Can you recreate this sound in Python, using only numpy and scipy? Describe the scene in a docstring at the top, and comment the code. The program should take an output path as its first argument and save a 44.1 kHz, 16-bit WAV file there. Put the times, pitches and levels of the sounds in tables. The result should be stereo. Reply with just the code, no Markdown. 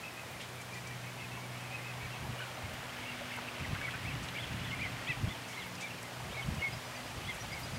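"""Coots and other waterbirds rest far out on a pond. Throughout, chatter, dabbling and small splashes
mix with open-air hiss and a distant motor's hum. First come short two-toned notes, one tone from each
side of the syrinx; hoarse clucks, pulses ringing the throat, join them as light wind starts to bump the
one microphone. From about halfway, arched whistles and faint squeals, shaped by throat resonance, take
over and a second drone swells once. Near the end a small bird peeps thinly."""
import sys
import numpy as np
from scipy import signal
from scipy.fft import rfft, irfft, next_fast_len
from scipy.io import wavfile

SR = 44100
rng = np.random.default_rng(int(sys.argv[2]) if len(sys.argv) > 2 else 0)


def bounce(signal):
    """Save signal as a 16-bit WAV file at the path given by the first command-line argument."""
    frames = np.transpose(np.atleast_2d(signal))
    limited = np.clip(frames, -1, 1)
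    pcm = np.round(limited * 32767).astype(np.int16)
    wavfile.write(sys.argv[1], SR, pcm)


N = 343098
TIME = np.arange(N) / SR

# spectra (f/Hz, relative spectral level/dB)
AIR_SPECTRUM = [(59, -26), (100, -3), (124, -3.5), (210, -8), (459, -9), (716, -8), (1380, -11),
                (2240, -13.5), (3730, -18), (9270, -24.5), (14500, -30.5), (15700, -33)]   # steady open air
WIND_SPECTRUM = [(25, -23), (50, -4.5), (90, 2), (150, -1.5), (230, -8), (350, -17), (700, -43),
                 (3000, -100)]   # turbulence at the microphone
CHATTER_SPECTRUM = [(300, -47), (480, 0.5), (650, 5), (900, 1), (1300, -2.5), (2000, -25)]   # low voices of the far flock
DABBLING_SPECTRUM = [(700, -8.5), (1300, -3.5), (1800, -1.5), (2300, -1), (3100, -3), (3900, -11.5),
                     (5000, -14.5), (9000, -45)]   # bills in the water
SPRAY_SPECTRUM = [(3000, 5), (5000, 3.5), (8000, -1), (12000, -7.5), (15800, -25)]   # fine spray
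# swing of the motor's hum (t/s, relative level/dB)
HUM_LEVELS = [(0.0, -63), (0.41, -59.5), (0.78, -51.5), (1.99, -48), (2.3, -49.5), (2.93, -57.5),
              (3.58, -58.5), (3.86, -52.5), (4.38, -54), (4.53, -50), (5.87, -60), (6.44, -47.5),
              (6.82, -60), (7.3, -59), (7.78, -50)]
# its overtones at the usual hum level (frequency ratio, level/dB)
HUM_OVERTONES = [(1.48, -64), (2, -64.5), (3, -71.5)]
# gusts of the breeze (t/s, duration/s, relative level/dB)
WIND_GUSTS = [(1.29, .16, -62), (1.98, .13, -56), (2.186, 0.18, -47), (2.59, 0.25, -53), (3.59, 0.26, -46),
              (3.855, 0.5, -49), (4.398, 0.42, -47), (4.75, 0.32, -49.5), (5.15, .18, -43.5),
              (6.18, 0.17, -50.5), (6.434, 0.187, -43.5), (6.674, .12, -48), (6.968, 0.91, -51),
              (7.706, 0.12, -57)]
# the hardest eddies (t/s, duration/s, relative level/dB)
WIND_EDDIES = [(2.28, .036, -38), (2.619, .054, -37), (3.59, 0.053, -34.5), (3.705, 0.048, -31.5),
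               (4.029, 0.046, -35), (5.086, .034, -32.5), (5.222, 0.041, -25), (5.268, .026, -26),
               (6.472, 0.0302, -29), (6.556, 0.054, -37)]
# how busy the far flock is (t/s, chatter activity/dB, dabbling activity/dB)
FLOCK_ACTIVITY = [(0.0, -51, -51), (0.73, -54, -50.5), (2.04, -49.5, -48.5), (2.6, -48.5, -48),
                  (3.14, -49.5, -47), (4.83, -50, -47), (6.09, -50.5, -49.5), (6.44, -49, -48.5),
                  (7.78, -49.5, -48.5)]
# reflections off the far bank (delay/s, gain/dB)
BANK_ECHOES = [(.047, -28), (.083, -30), (.135, -32)]
# splashes, and two faint, very high ticks of hiss at 13 and 14 kHz
# (t/s, level/dB, centre f/Hz, decay time/s)
SPLASHES_AND_TICKS = [(.307, -53, 13000, .015), (.395, -42, 2740, 0.047), (.411, -49, 6500, .014),
                      (.487, -49, 7000, .004), (.613, -48, 6800, .01), (.733, -49, 5400, 0.032),
                      (.871, -45, 6000, .007), (2.734, -50, 11000, .008), (3.364, -40, 10000, 0.0019),
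                      (3.749, -29, 2000, .002), (3.814, -33, 2000, .002), (4.228, -46, 6000, .018),
                      (4.286, -35, 3000, .004), (5.475, -49, 5690, 0.061), (5.66, -54, 14000, .02),
                      (5.751, -43.5, 4530, .008), (5.806, -42.5, 5630, .02), (6.029, -38.5, 7150, .0021),
                      (6.547, -47, 7500, .006), (7.341, -48, 8500, .016), (7.59, -52, 11500, .03)]
# hoarse clucks (t/s, throat resonance f/Hz, level/dB)
CLUCK_CALLS = [(1.367, 990, -47), (1.7, 715, -50), (2.24, 830, -46.5), (2.395, 1530, -49),
               (2.572, 660, -49), (3.205, 600, -42.5), (3.37, 940, -45), (3.373, 1500, -47),
               (3.476, 2560, -43.5), (3.555, 2930, -50), (3.598, 2460, -47), (3.642, 1980, -41.5),
               (3.748, 1480, -43.5), (3.804, 1580, -45), (3.875, 1490, -44), (3.937, 1480, -43.5)]
# a small bird's peeps (t/s, f/Hz, level/dB)
PEEP_CALLS = [(6.722, 4960, -49.5), (6.842, 5950, -57), (6.85, 4900, -58), (6.946, 5980, -58),
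              (6.958, 4620, -54), (7.06, 4940, -55), (7.17, 4650, -59), (7.398, 5800, -51),
              (7.515, 4850, -53), (7.625, 4890, -50), (7.74, 4860, -54)]
# transmission of throat and bill (f/Hz, gain/dB)
THROAT_RESPONSE = [(1200, -6), (1700, -6), (2150, 0), (2650, 0), (3350, -2), (3650, -10), (4100, -12)]
# two-toned notes (t/s of the top, upper tone's top f/Hz, level/dB)
NOTE_CALLS = [(.06, 2586, -49), (.185, 2544, -50), (.31, 2450, -56.5), (.6, 2385, -55), (0.754, 2420, -50),
              (.895, 2360, -50.5), (1.053, 2570, -53), (1.215, 2644, -46.5), (1.35, 2660, -52.5),
              (1.545, 2900, -54), (1.622, 2620, -53), (1.748, 2570, -46), (1.875, 2610, -47.5),
              (2.03, 2280, -51), (2.135, 2785, -50.5), (2.41, 3090, -52), (3.09, 2805, -46.5),
              (3.34, 2775, -48.5)]
# squeals, mostly over a whistle from the syrinx's other side
# (t/s of the top, duration/s, top f/Hz, relative level/dB)
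SQUEAL_CALLS = [(3.666, .07, 3070, -50), (3.918, 0.065, 3280, -56), (4.144, .06, 3100, -51),
                (4.414, 0.11, 3500, -48), (4.457, .097, 3720, -51), (4.663, 0.14, 3500, -49.5),
                (4.867, 0.13, 3350, -55.5), (5.097, 0.072, 4050, -44), (5.311, .135, 3550, -50),
                (5.582, .14, 4130, -48.5), (5.847, .15, 3720, -50.5), (6.371, 0.16, 4160, -48.5),
                (6.608, 0.073, 2920, -46.5), (7.29, .135, 3490, -48.5)]
# nearer birds' whistles (t/s of the top, duration/s, top f/Hz, share the ends lie lower, level/dB)
WHISTLE_CALLS = [(2.409, 0.087, 1574, .2, -51), (3.334, 0.046, 2190, .06, -46),
                 (3.843, .065, 2270, .05, -40), (3.879, .04, 2020, .07, -44.5),
                 (4.08, .085, 2640, .24, -43.5), (4.362, .058, 2360, .16, -42.5),
                 (4.665, .033, 1950, .05, -46), (4.728, .036, 2167, .06, -41),
                 (4.824, .096, 2440, .22, -39.5), (4.845, .053, 2180, .12, -42),
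                 (5.095, .07, 2660, .2, -38), (5.097, .045, 2030, .08, -37), (5.305, .028, 2090, .07, -47),
                 (5.589, 0.073, 2196, .16, -42.5), (5.838, .07, 2394, .14, -44),
                 (6.355, .036, 2440, .1, -44.5), (6.387, 0.0497, 2235, .04, -41.5),
                 (6.645, .078, 2205, .035, -34), (7.295, .04, 2126, .07, -41),
                 (7.548, .083, 2295, .12, -43)]


def from_db(db):
    """Amplitude ratio of a level: 20 dB to a factor of ten."""
    return 10 ** (np.asarray(db) / 20)


def rms_one(x):
    """Normalisation to unit mean power."""
    return x / np.sqrt(np.mean(x ** 2) + 1e-20)


def in_time(rows):
    """Linear interpolation of each column over time."""
    s, *columns = np.transpose(rows)
    return [np.interp(TIME, s, c) for c in columns]


def at_hz(points, hz):
    """Interpolation of a spectrum on a log-frequency axis."""
    known_hz, db = np.transpose(points)
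    return np.interp(np.log(hz + 1e-9), np.log(known_hz), db)


def drift(rate, size=N):
    """Random modulation: straight lines join Gaussian values, rate of them a second."""
    knots = np.arange(size) * rate / SR
    return np.interp(knots, np.arange(size // 20 + 2), rng.standard_normal(size // 20 + 2))


def noise(spectrum):
    """Spectral shaping of white noise, falling steeply below the lowest point; rms 1."""
    size = next_fast_len(N)
    hz = np.arange(size // 2 + 1) * SR / size
    gain = from_db(at_hz(spectrum, hz)) * np.minimum(hz / spectrum[0][0], 1) ** 2
    return rms_one(irfft(rfft(rng.standard_normal(size)) * gain, size)[:N])


def band(x, hz, octaves):
    """Band-pass filtering about a centre frequency; rms 1."""
    edges = np.minimum(hz * 2 ** (np.array([-.5, .5]) * octaves), [.4 * SR, .45 * SR])
    return rms_one(signal.sosfilt(signal.butter(2, edges, "band", fs=SR, output="sos"), x))


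def swell(length, power):
    """Time axis and an envelope, a half sine raised to a power."""
    t = np.arange(int(length * SR)) / SR
    return t, np.abs(np.sin(np.pi * t / length)) ** power


def tone(hz):
    """A sinusoid whose phase is the integral of frequency; rms 1."""
    return np.sqrt(2) * np.sin(2 * np.pi * (np.cumsum(hz) / SR + rng.random()))


def add(out, s, sound):
    """Superposition of a sound starting at time s."""
    at = max(int(s * SR), 0)
    out[at:at + len(sound)] += sound[:max(N - at, 0)]


def open_air(level_db=-47.5):
    """Stationary broadband noise forms the ambient floor."""
    return from_db(level_db) * noise(AIR_SPECTRUM)


def motor(hum_hz=122.54, wander=0.0065, waver_db=1.5, fading_db=5.0, follow_share=0.16):
    """Periodic vibration gives a far hum, whose overtones fade in and out along the path."""
    hum_db, = in_time(HUM_LEVELS)
    hz = hum_hz * (1 + wander * drift(5))
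    out = from_db(hum_db + 1 + waver_db * drift(9)) * tone(hz)
    swing_db = follow_share * (hum_db - hum_db.mean())
    for ratio, db in HUM_OVERTONES:
        out += from_db(db + swing_db + fading_db * drift(3)) * tone(ratio * hz)
    return out


def drone(start_s=3.95, length_s=1.56, level_db=-58.5, waver_db=1.5, start_hz=264, climb_hz_per_s=12):
    """A weak tone above the hum swells once in a slow linear frequency sweep."""
    out = np.zeros(N)
    t, envelope = swell(length_s, power=0.37)
    gain = from_db(level_db + waver_db * drift(8.5)[:len(t)])
    add(out, start_s, gain * envelope * tone(start_hz + climb_hz_per_s * t))
    return out


def wind(rumble_gain_db=3.5, calm_db=-64, lumps_db=2.5, eddy_gain_db=-4.5, eddy_cycles=4.47):
    """Turbulent pressure rumbles with each gust; strong eddies push the diaphragm for a few cycles."""
    gusts = np.zeros(N)
    for s, length, db in WIND_GUSTS:
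        add(gusts, s, from_db(db) * swell(length, power=0.57)[1])
    flow = np.hypot(from_db(calm_db), gusts)
    out = noise(WIND_SPECTRUM) * flow * from_db(rumble_gain_db + lumps_db * drift(35))
    turbulence = noise(WIND_SPECTRUM)
    for s, length, db in WIND_EDDIES:
        t, envelope = swell(length, power=1.44)
        push = tone(np.full(len(t), eddy_cycles / length)) + turbulence[int(s * SR):][:len(t)]
        add(out, s, from_db(db + eddy_gain_db) * envelope * rms_one(push))
    return out


def plops(spectrum, per_s, cycles, size_db, resonators=24):
    """Random impulses ring damped resonators, which decay by 60 dB in the given cycles; rms 1."""
    out = np.zeros(N)
    count = int(np.clip(per_s * N / SR / resonators, 1, 400))
    for hz in np.geomspace(spectrum[0][0], spectrum[-1][0], resonators):
        when, size, sign = rng.random((3, 400))[:, :count]
        strength = from_db(size_db * np.minimum(-np.log(size), np.pi))
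        clicks = np.full(N, 1e-18)
        clicks[(when * N).astype(int)] = strength * np.sign(sign - .5)
        radius, angle = np.exp(-np.log(1000) * hz / (cycles * SR)), 2 * np.pi * hz / SR
        rings = signal.lfilter([1, 0, -1], [1, -2 * radius * np.cos(angle), radius ** 2], clicks)
        out += rms_one(rings) * from_db(at_hz(spectrum, hz)) * np.sqrt(hz)
    return rms_one(out)


def activity_gain(db, expansion):
    """Dynamic expansion: the din sinks steeply as the flock grows less busy."""
    return from_db(db.max() + expansion * (db - db.max()))


def flock_din(chatter_gain_db=-2, spray_end_db=-54, spray_growth_db_per_s=3):
    """Far chatter, dabbling bills and growing spray sum incoherently to a grainy wash."""
    chatter_db, dabbling_db = in_time(FLOCK_ACTIVITY)
    chatter = noise(CHATTER_SPECTRUM) + 1.07 * plops(CHATTER_SPECTRUM, 160, cycles=36, size_db=2.5)
    dabbling = noise(DABBLING_SPECTRUM) + 0.59 * plops(DABBLING_SPECTRUM, 500, cycles=17, size_db=1.0)
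    spray_db = spray_end_db - spray_growth_db_per_s * (TIME[-1] - TIME)
    return (rms_one(chatter) * activity_gain(chatter_db + chatter_gain_db, expansion=3.4)
            + rms_one(dabbling) * activity_gain(dabbling_db, expansion=2.4)
            + noise(SPRAY_SPECTRUM) * from_db(spray_db))


def bank_reflections(x, tail_db=-17, t60=0.29):
    """Reflection from banks and trees adds a few echoes and a thin diffuse tail."""
    t = np.arange(SR) / SR
    tail = rng.standard_normal(SR) * np.exp(-np.log(1000) * t / t60)
    response = from_db(tail_db) * tail / np.linalg.norm(tail)
    for delay, db in BANK_ECHOES:
        response[int(delay * SR)] += from_db(db)
    return x + signal.fftconvolve(x, response)[:N]


def scatter(sound, db, smear_s):
    """Multipath propagation over water and grass smears each call in its own way."""
    t = np.arange(SR // 10) / SR
    paths = rng.standard_normal(len(t)) * np.exp(-t / smear_s)
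    smeared = signal.fftconvolve(sound, paths)
    out = smeared * from_db(db) * np.linalg.norm(sound) / np.linalg.norm(smeared)
    out[:len(sound)] += sound
    return out / np.hypot(1, from_db(db))


def splashes_and_ticks(attack_share=0.19, flick_count=5, flick_db=-55, flick_hz=8000, flick_decay_s=.008):
    """Exponentially decaying noise bursts: splashes, random flicks of water, two faint ticks of hiss."""
    out, t = np.zeros(N), np.arange(SR // 5) / SR
    flicks = [(when * N / SR, flick_db, flick_hz * 2 ** (pitch - .5), flick_decay_s)
              for when, pitch in rng.random((flick_count, 2))]
    for s, db, hz, decay in SPLASHES_AND_TICKS + flicks:
        envelope = (1 - np.exp(-t / (attack_share * decay))) * np.exp(-t / decay)
        add(out, s, from_db(db) * envelope * band(rng.standard_normal(len(t)), hz, octaves=0.95))
    return out


def far_whistles(count=44, level_db=-59, spread_db=7.5, low_hz=1900, high_hz=2700, sag=0.155):
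    """Birds farther out give faint arches of frequency modulation at random times."""
    out, jitter = np.zeros(N), 0.019 * drift(700)
    for when, pitch, size in rng.random((count, 3)):
        t, envelope = swell(0.0441 + 0.059 * size, power=1)
        hz = low_hz * (high_hz / low_hz) ** pitch * (1 - sag * (1 - envelope))
        hz *= 1 + np.resize(jitter[int(when * N):], len(t))
        add(out, when * N / SR, from_db(level_db + spread_db * size) * envelope * tone(hz))
    return out


def peeps(length_s=0.03, jitter=0.017, flutter_db=2.0):
    """Random frequency and amplitude modulation makes a small bird's high, level notes scratchy."""
    out = np.zeros(N)
    t, envelope = swell(length_s, power=0.64)
    for s, hz, db in PEEP_CALLS:
        voice = tone(hz * (1 + jitter * drift(1100, size=len(t))))
        voice *= from_db(flutter_db * drift(320, size=len(t)))
        add(out, s, scatter(from_db(db) * envelope * rms_one(voice), db=-6, smear_s=0.017))
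    return out


def clucks(pulse_hz=190, rasp=0.94, length_at_1khz_s=0.025):
    """Source and filter: a few rough pulses ring one throat resonance; low clucks last longest."""
    out, breath = np.zeros(N), rng.standard_normal(N)
    for s, hz, db in CLUCK_CALLS:
        t, envelope = swell(length_at_1khz_s * (1000 / hz) ** 0.32, power=0.67)
        pulses = rms_one(np.diff(np.floor(t * pulse_hz), prepend=-1))
        source = pulses + rasp * breath[int(s * SR):][:len(t)]
        add(out, s, from_db(db) * envelope * band(source, hz, octaves=0.27))
    return out


def arched_tone(top_s, length, top_hz, end_hz, db, rise_share, smear_s):
    """A syrinx tone sweeps up and down through the throat resonance. Gives (start t/s, sound)."""
    t, envelope = swell(length, power=.4)
    rise = length * rise_share
    from_top = np.abs(t - rise) / np.where(t < rise, rise, length - rise)
    hz = top_hz + (end_hz - top_hz) * from_top ** 1.35   # power 1 is a pointed top, 2 a round one
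    envelope *= from_db(at_hz(THROAT_RESPONSE, hz))
    weakness_db = -36 - db   # weak calls are the hoarsest and most smeared
    hoarseness = 2 ** (weakness_db / 15)
    hz *= 1 + 0.013 * hoarseness * drift(591, size=SR // 4)[:len(t)]
    voice = tone(hz) + from_db(-27) * tone(2 * hz)
    flutter_db = 2.5 * hoarseness * drift(172, size=SR // 4)[:len(t)]
    call = from_db(db) * envelope / envelope.max() * rms_one(voice * from_db(flutter_db))
    return top_s - rise, scatter(call, weakness_db - 15, smear_s)


def two_toned_notes(length_s=.082, usual_hz=2546, lower_ratio=.815, lower_db=-4.5, lower_lag_s=.006):
    """Biphonation: the two sides of the syrinx sound short arches about a third apart."""
    out = np.zeros(N)
    for s, hz, db in NOTE_CALLS:
        end_hz = hz * (1 - 0.0523 * (hz / usual_hz) ** 6)   # higher notes arch far more
        for lag_s, ratio, gain_db in (0, 1, 0), (lower_lag_s, lower_ratio, lower_db):
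            add(out, *arched_tone(s + lag_s, length_s, hz * ratio, end_hz * ratio, db + gain_db,
                                  rise_share=.5, smear_s=0.017))
    return out


def squeals(rest_hz=2450, gain_db=-1.0):
    """Sweeps up from rest and back; the highest leave the throat's passband and nearly break off."""
    out = np.zeros(N)
    for s, length, hz, db in SQUEAL_CALLS:
        add(out, *arched_tone(s, length, hz, rest_hz, db + gain_db, rise_share=.49, smear_s=0.0059))
    return out


def whistles():
    """Frequency modulation of a nearly pure tone: each whistle climbs, then sinks more slowly."""
    out = np.zeros(N)
    for s, length, hz, sag, db in WHISTLE_CALLS:
        add(out, *arched_tone(s, length, hz, hz * (1 - sag), db, rise_share=.39, smear_s=0.0096))
    return out


def scene():
    """Superposition of birds, water, air, hum and wind at one microphone; both channels alike."""
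    calls = whistles() + squeals() + two_toned_notes() + far_whistles() + peeps() + clucks()
    pond = bank_reflections(calls + splashes_and_ticks())
    mono = pond + flock_din() + open_air() + motor() + drone() + wind()
    return np.array([mono, mono])


def record(dry):
    """Band limiting: an elliptic low-pass cuts steeply above 15750 Hz."""
    return signal.sosfilt(signal.ellip(12, .1, 80, 15750, fs=SR, output="sos"), dry)


dry = scene()
out = record(dry)
bounce(out)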